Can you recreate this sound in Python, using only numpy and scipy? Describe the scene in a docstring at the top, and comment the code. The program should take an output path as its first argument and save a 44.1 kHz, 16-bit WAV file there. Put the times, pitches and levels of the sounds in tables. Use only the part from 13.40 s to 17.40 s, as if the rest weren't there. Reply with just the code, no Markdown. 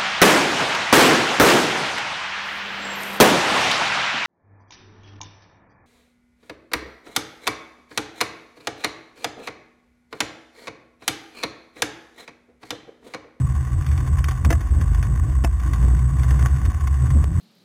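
"""A knobbly bicycle tyre rolls over icy snow, heard by a small camera fixed beside the front wheel.
From the start, over a low rumble, rough ice shakes the fork and the crust crunches and cracks.
From about 1 s to 2 s bumps rattle the mount, while the tread hum swells and rises as the bike gathers
speed. The sharpest crack comes near 3 s, a lone click just before the end. Throughout, the camera
clips the biggest swings and holds each sample at a low rate, which adds a thin fizz."""
import sys
import numpy as np
from scipy import signal
from scipy.fft import rfft, irfft
from scipy.io import wavfile
from scipy.ndimage import uniform_filter1d

SR = 44100
rng = np.random.default_rng(int(sys.argv[2]) if len(sys.argv) > 2 else 0)


def pcm_store(signal):
    """Save signal as 16-bit PCM."""
    levels = np.round(np.clip(np.atleast_2d(signal), -1, 1) * 32767)
    wavfile.write(sys.argv[1], SR, levels.astype(np.int16).T)


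N = 176400
HOLD_HZ = 8000  # the camera's sampling rate

# spectrum of breaking ice heard through the camera case: frequency_hz, density_db
CASE_SPECTRUM = [(150, -31), (350, -5), (560, -15.5), (760, -1), (890, -12), (1020, 2.5), (1130, 6.5),
                 (1300, -11.5), (1500, -2), (1650, -6), (1900, -5), (2400, -17), (2850, -15), (3200, -21),
                 (3600, -16.5), (4000, -21.5)]
# spectrum of a bright snap: frequency_hz, density_db
SNAP_SPECTRUM = [(200, -4), (700, -7), (1200, 6.5), (2200, 7.5), (2800, -1), (3600, 2.5), (4000, -7.5)]


def undb(db):
    """Amplitude grows tenfold for every 20 decibels."""
    return 10 ** (np.asarray(db) / 20)


def unit(x):
    """Normalisation to rms 1."""
    return x / np.sqrt(np.mean(x ** 2))


def curve(rows):
    """Linear interpolation between rows of time_s, value."""
    return np.interp(np.arange(N) / SR, *np.array(rows).T)


def noise():
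    """Gaussian white noise of rms 1."""
    return rng.standard_normal(N)


def wander(rate_hz):
    """Averaging noise twice leaves a slow random fluctuation of rms 1."""
    span = int(SR / rate_hz)
    return unit(uniform_filter1d(uniform_filter1d(noise(), span), span))


def resonate(x, hz, width_hz):
    """A damped second-order resonator with gain 1 at its centre."""
    return signal.lfilter(*signal.iirpeak(hz, hz / width_hz, fs=SR), x)


def colour(x, spectrum, size=8192):
    """A minimum-phase filter imposes a spectral shape and conserves the power of white noise."""
    hz, db = np.array(spectrum).T
    bin_hz = np.maximum(np.arange(size // 2 + 1) * SR / size, 1)
    gain = undb(np.interp(np.log(bin_hz), np.log(hz), db))
    gain /= (1 + (bin_hz / HOLD_HZ * 2) ** 16) ** .5  # roll off above half the camera's rate
    cepstrum = irfft(np.log(unit(gain)))
    cepstrum[1:size // 2] *= 2  # folding onto positive time makes the filter causal
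    cepstrum[size // 2 + 1:] = 0
    return signal.fftconvolve(x, irfft(np.exp(rfft(cepstrum))))[:N]


def rumble():
    """Wind and ground give low-frequency noise, amplitude-modulated in gusts."""
    # spectrum of the rumble: frequency_hz, density_db
    rumble_spectrum = [(20, -10), (35, 4), (55, 3.5), (100, 2.5), (160, -12), (220, -11.5), (310, -8.5),
                       (420, -26), (700, -28), (1500, -43.5)]
    level_db, gust_db = -35.5, 4
    return colour(noise(), rumble_spectrum) * undb(level_db + gust_db * wander(15.5))


def click(start_s=3.8422, level_db=-12, decay_s=0.00029):
    """A pressure step with a fast exponential decay is heard as one dry click."""
    age = np.arange(N) / SR - start_s
    return -undb(level_db) * (age > 0) * np.exp(-np.abs(age) / decay_s)


def ice_crunch(knob_phase, grains_per_s=1500, spread_db=5.5, hiss_db=-2.5, knob_depth=0.27):
    """Shot noise: ice grains break at random, louder in clumps and as each knob lands."""
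    # strength of the crunch under the tyre: time_s, level_db
    crunch_levels = [(0.0, -41), (0.21, -43.5), (1.09, -43.5), (1.41, -42), (1.79, -43), (2.03, -44.5),
                     (2.15, -45.5), (2.39, -38.5), (2.71, -43), (2.85, -38), (3.04, -35), (3.27, -42.5),
                     (3.49, -43), (3.62, -38.5), (3.85, -44.5), (4.0, -42)]
    impulses = (rng.random(N) < grains_per_s / SR) * np.sign(noise())
    grains = impulses * undb(spread_db * np.minimum(rng.exponential(size=N), 4))
    clump_db = 1.5 * wander(49)
    knob_load = 1 + knob_depth * np.cos(2 * np.pi * knob_phase)
    envelope = knob_load * undb(curve(crunch_levels) - 0.5 + clump_db)
    texture = unit(unit(grains) + undb(hiss_db) * noise())
    return colour(texture * envelope, CASE_SPECTRUM)


def mount_rattle(body_db=19.5, snap_db=-8):
    """Impact excitation: each bump makes the mount chatter for milliseconds and ring in its modes."""
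    # bumps that reach the mount: start_s, level_db, length_s
    bumps = [(1.054, -38, 0.0097), (1.099, -23.5, 0.015), (1.112, -27, 0.0057), (1.121, -27, 0.015),
             (1.409, -35.5, 0.0072), (2.038, -28, 0.0044), (2.042, -22, 0.0099)]
    # resonances of the mount: frequency_hz, width_hz, gain_db
    mount_modes = [(241, 58, 0), (321, 49, 5), (505, 100, 1), (671, 27, 5), (863, 27, -7), (1240, 270, -13),
                   (1705, 56, -4.5), (1995, 49, -5), (2600, 64, -7)]
    t = np.arange(N) / SR
    push = sum(undb(db + 0.5) * np.sin(np.pi * np.clip((t - start) / length, 0, 1)) ** 2
               for start, db, length in bumps)
    chatter = push * noise()
    body = sum(undb(db) * resonate(chatter, hz, width) for hz, width, db in mount_modes)
    return undb(body_db) * body + undb(snap_db) * colour(chatter, SNAP_SPECTRUM)


def crust_cracks(gain_db=2, attack_s=0.00041):
    """Brittle fracture: each break of the crust releases a decaying noise burst, dull or bright."""
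    # breaks under the tyre: start_s, level_db, decay_s, bright_share (of the power, 0-1)
    fractures = [(0.15, -33.5, 0.0047, 0), (0.269, -39, 0.0041, 0), (0.33, -40.5, 0.007, 0.5),
                 (0.422, -38, 0.0041, 0.7), (0.443, -39, 0.0051, .4), (0.463, -33, 0.0086, 0.47),
                 (.487, -39, .006, 0.4), (0.511, -39.5, 0.02, 0.66), (.575, -36, 0.016, 0.3),
                 (.674, -32, 0.0071, 0.15), (0.782, -31, 0.013, 0.1), (0.841, -23, 0.0044, 1),
                 (0.884, -24.5, 0.0073, 0.47), (0.909, -31, 0.013, 0.1), (1.047, -23, 0.0073, 0.46),
                 (1.206, -34, 0.01, 0.1), (1.413, -31, 0.0065, 0.3), (1.546, -31.5, 0.0062, 0.1),
                 (1.626, -30.5, 0.01, 0.35), (2.199, -39, .006, .3), (2.233, -32, 0.0048, 0),
                 (2.272, -35, 0.0078, 0), (2.333, -27, .007, 0.34), (2.590, -37, 0.0063, 0.31),
                 (2.794, -34.5, 0.0057, 0.3), (2.832, -33, 0.0049, 0.3), (2.906, -27.5, 0.0084, 0.12),
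                 (2.992, -27, 0.0064, 0), (3.023, -25, 0.0039, 0.13), (3.059, -15.5, 0.002, 0),
                 (3.161, -33.5, 0.0069, 0), (3.250, -31.5, 0.0074, 0.54), (3.298, -37.5, 0.0092, 0.25),
                 (3.407, -34, 0.0067, 0), (3.438, -38, .006, 0), (3.472, -26.5, 0.0056, 0.25),
                 (3.667, -42, 0.0052, 0.22), (3.703, -31.5, 0.0073, 0.17)]
    dull, bright = np.zeros(N), np.zeros(N)
    for start, db, decay, bright_share in fractures:
        age = np.maximum(np.arange(N) / SR - start, 0)
        burst = undb(db + gain_db) * (1 - np.exp(-age / attack_s)) * np.exp(-np.minimum(age / decay, 20))
        dull += burst * np.sqrt(1 - bright_share)
        bright += burst * np.sqrt(bright_share)
    return colour(dull * noise(), CASE_SPECTRUM) + colour(bright * noise(), SNAP_SPECTRUM)


def fork_mode(levels, hz, width_hz, gain_db):
    """A randomly driven resonance swings in a narrow band; its short-term rms follows the levels."""
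    swing = resonate(resonate(noise(), hz, width_hz), hz, width_hz * 2)
    running_rms = np.sqrt(uniform_filter1d(swing ** 2, int(.09 * SR)) + 1e-12)
    return swing / running_rms * undb(curve(levels) + gain_db)


def fork_shake():
    """Forced vibration: rough ice drives two resonances of the fork."""
    # strength of the lower and of the upper resonance: time_s, level_db
    lower_levels = [(0.0, -24.5), (0.2, -17.5), (0.23, -29), (0.41, -15), (0.44, -32), (0.49, -14),
                    (0.68, -22.5), (0.7, -14.5), (0.9, -19), (0.95, -33), (1.06, -10.5), (1.19, -17.5),
                    (1.24, -27), (1.34, -13), (1.43, -14.5), (1.47, -20.5), (2.02, -17), (2.31, -27.5),
                    (2.42, -21.5), (3.22, -20.5), (3.26, -12), (3.41, -24), (3.44, -17.5), (3.6, -20),
                    (3.85, -14), (4.0, -30)]
    upper_levels = [(0.0, -14.5), (0.14, -23.5), (1.08, -24.5), (1.11, -14.5), (1.18, -45), (1.43, -24.5),
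                    (2.02, -28), (2.05, -18), (2.09, -39), (2.42, -22), (3.06, -18), (3.1, -30.5),
                    (3.15, -18.5), (3.21, -44), (3.59, -26), (3.63, -14.5), (3.94, -31), (4.0, -15)]
    lower = fork_mode(lower_levels, hz=71.4, width_hz=19.4, gain_db=-0.5)
    upper = fork_mode(upper_levels, hz=126, width_hz=16.8, gain_db=-1.5)
    return lower + upper


def tread_phase(jitter=0.016):
    """Phase, in cycles, is the time integral of the slightly unsteady knob rate."""
    # rate at which the knobs meet the ice: time_s, rate_hz
    knob_rates = [(0, 42.3), (.4, 44.83), (.9, 49.77), (1.5, 53.34), (2.0, 57.52), (2.4, 60.02),
                  (2.75, 63.23), (3.05, 65.48), (3.3, 69.57), (3.6, 68.83), (3.78, 72.73), (4.0, 88.52)]
    return np.cumsum(curve(knob_rates) * (1 + jitter * wander(15.1))) / SR


def tread_hum(knob_phase, flutter_db=2.6):
    """Periodic forcing: the knobs drum on the ice and sound a harmonic series on their rate."""
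    # strength of the hum: time_s, level_db
    hum_levels = [(0, -31), (.6, -36.5), (1.3, -22), (1.8, -23), (2.15, -20.5), (2.42, -13), (2.65, -19.5),
                  (3.0, -16), (3.1, -14.5), (3.27, -17.5), (3.39, -34.5), (3.48, -17.5), (3.65, -24.5),
                  (3.83, -10), (4.0, -17.5)]
    # harmonics of the knob rate: multiple, gain_db
    hum_harmonics = [(1, 1.5), (2, -15.5), (3, -25), (4, -33)]
    hum = sum(undb(db + flutter_db * wander(6.6)) * np.sin(2 * np.pi * multiple * knob_phase)
              for multiple, db in hum_harmonics)
    return hum * undb(curve(hum_levels))


def scene():
    """Superposition: sound through the fork and from close by adds up at the camera."""
    knob_phase = tread_phase()
    low_sounds = fork_shake() + tread_hum(knob_phase) + rumble()
    return (low_sounds + ice_crunch(knob_phase) + crust_cracks() + mount_rattle() + click())[None]


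def record(dry, clip_level=0.36, input_edge_hz=3770, top_hz=15400):
    """The camera clips and samples slowly; its zero-order hold mirrors the spectrum into the treble."""
    clipped = np.clip(dry[0], -clip_level, clip_level)
    anti_alias = signal.ellip(8, .3, 50, input_edge_hz, fs=SR, output="sos")
    samples = signal.resample(signal.sosfilt(anti_alias, clipped), N * HOLD_HZ // SR)
    held = signal.resample(np.repeat(samples, 12), N)  # a staircase, brought back to SR
    treble_limit = signal.ellip(8, .2, 70, top_hz, fs=SR, output="sos")
    return signal.sosfilt(treble_limit, held)[None]


dry = scene()
out = record(dry)
pcm_store(out)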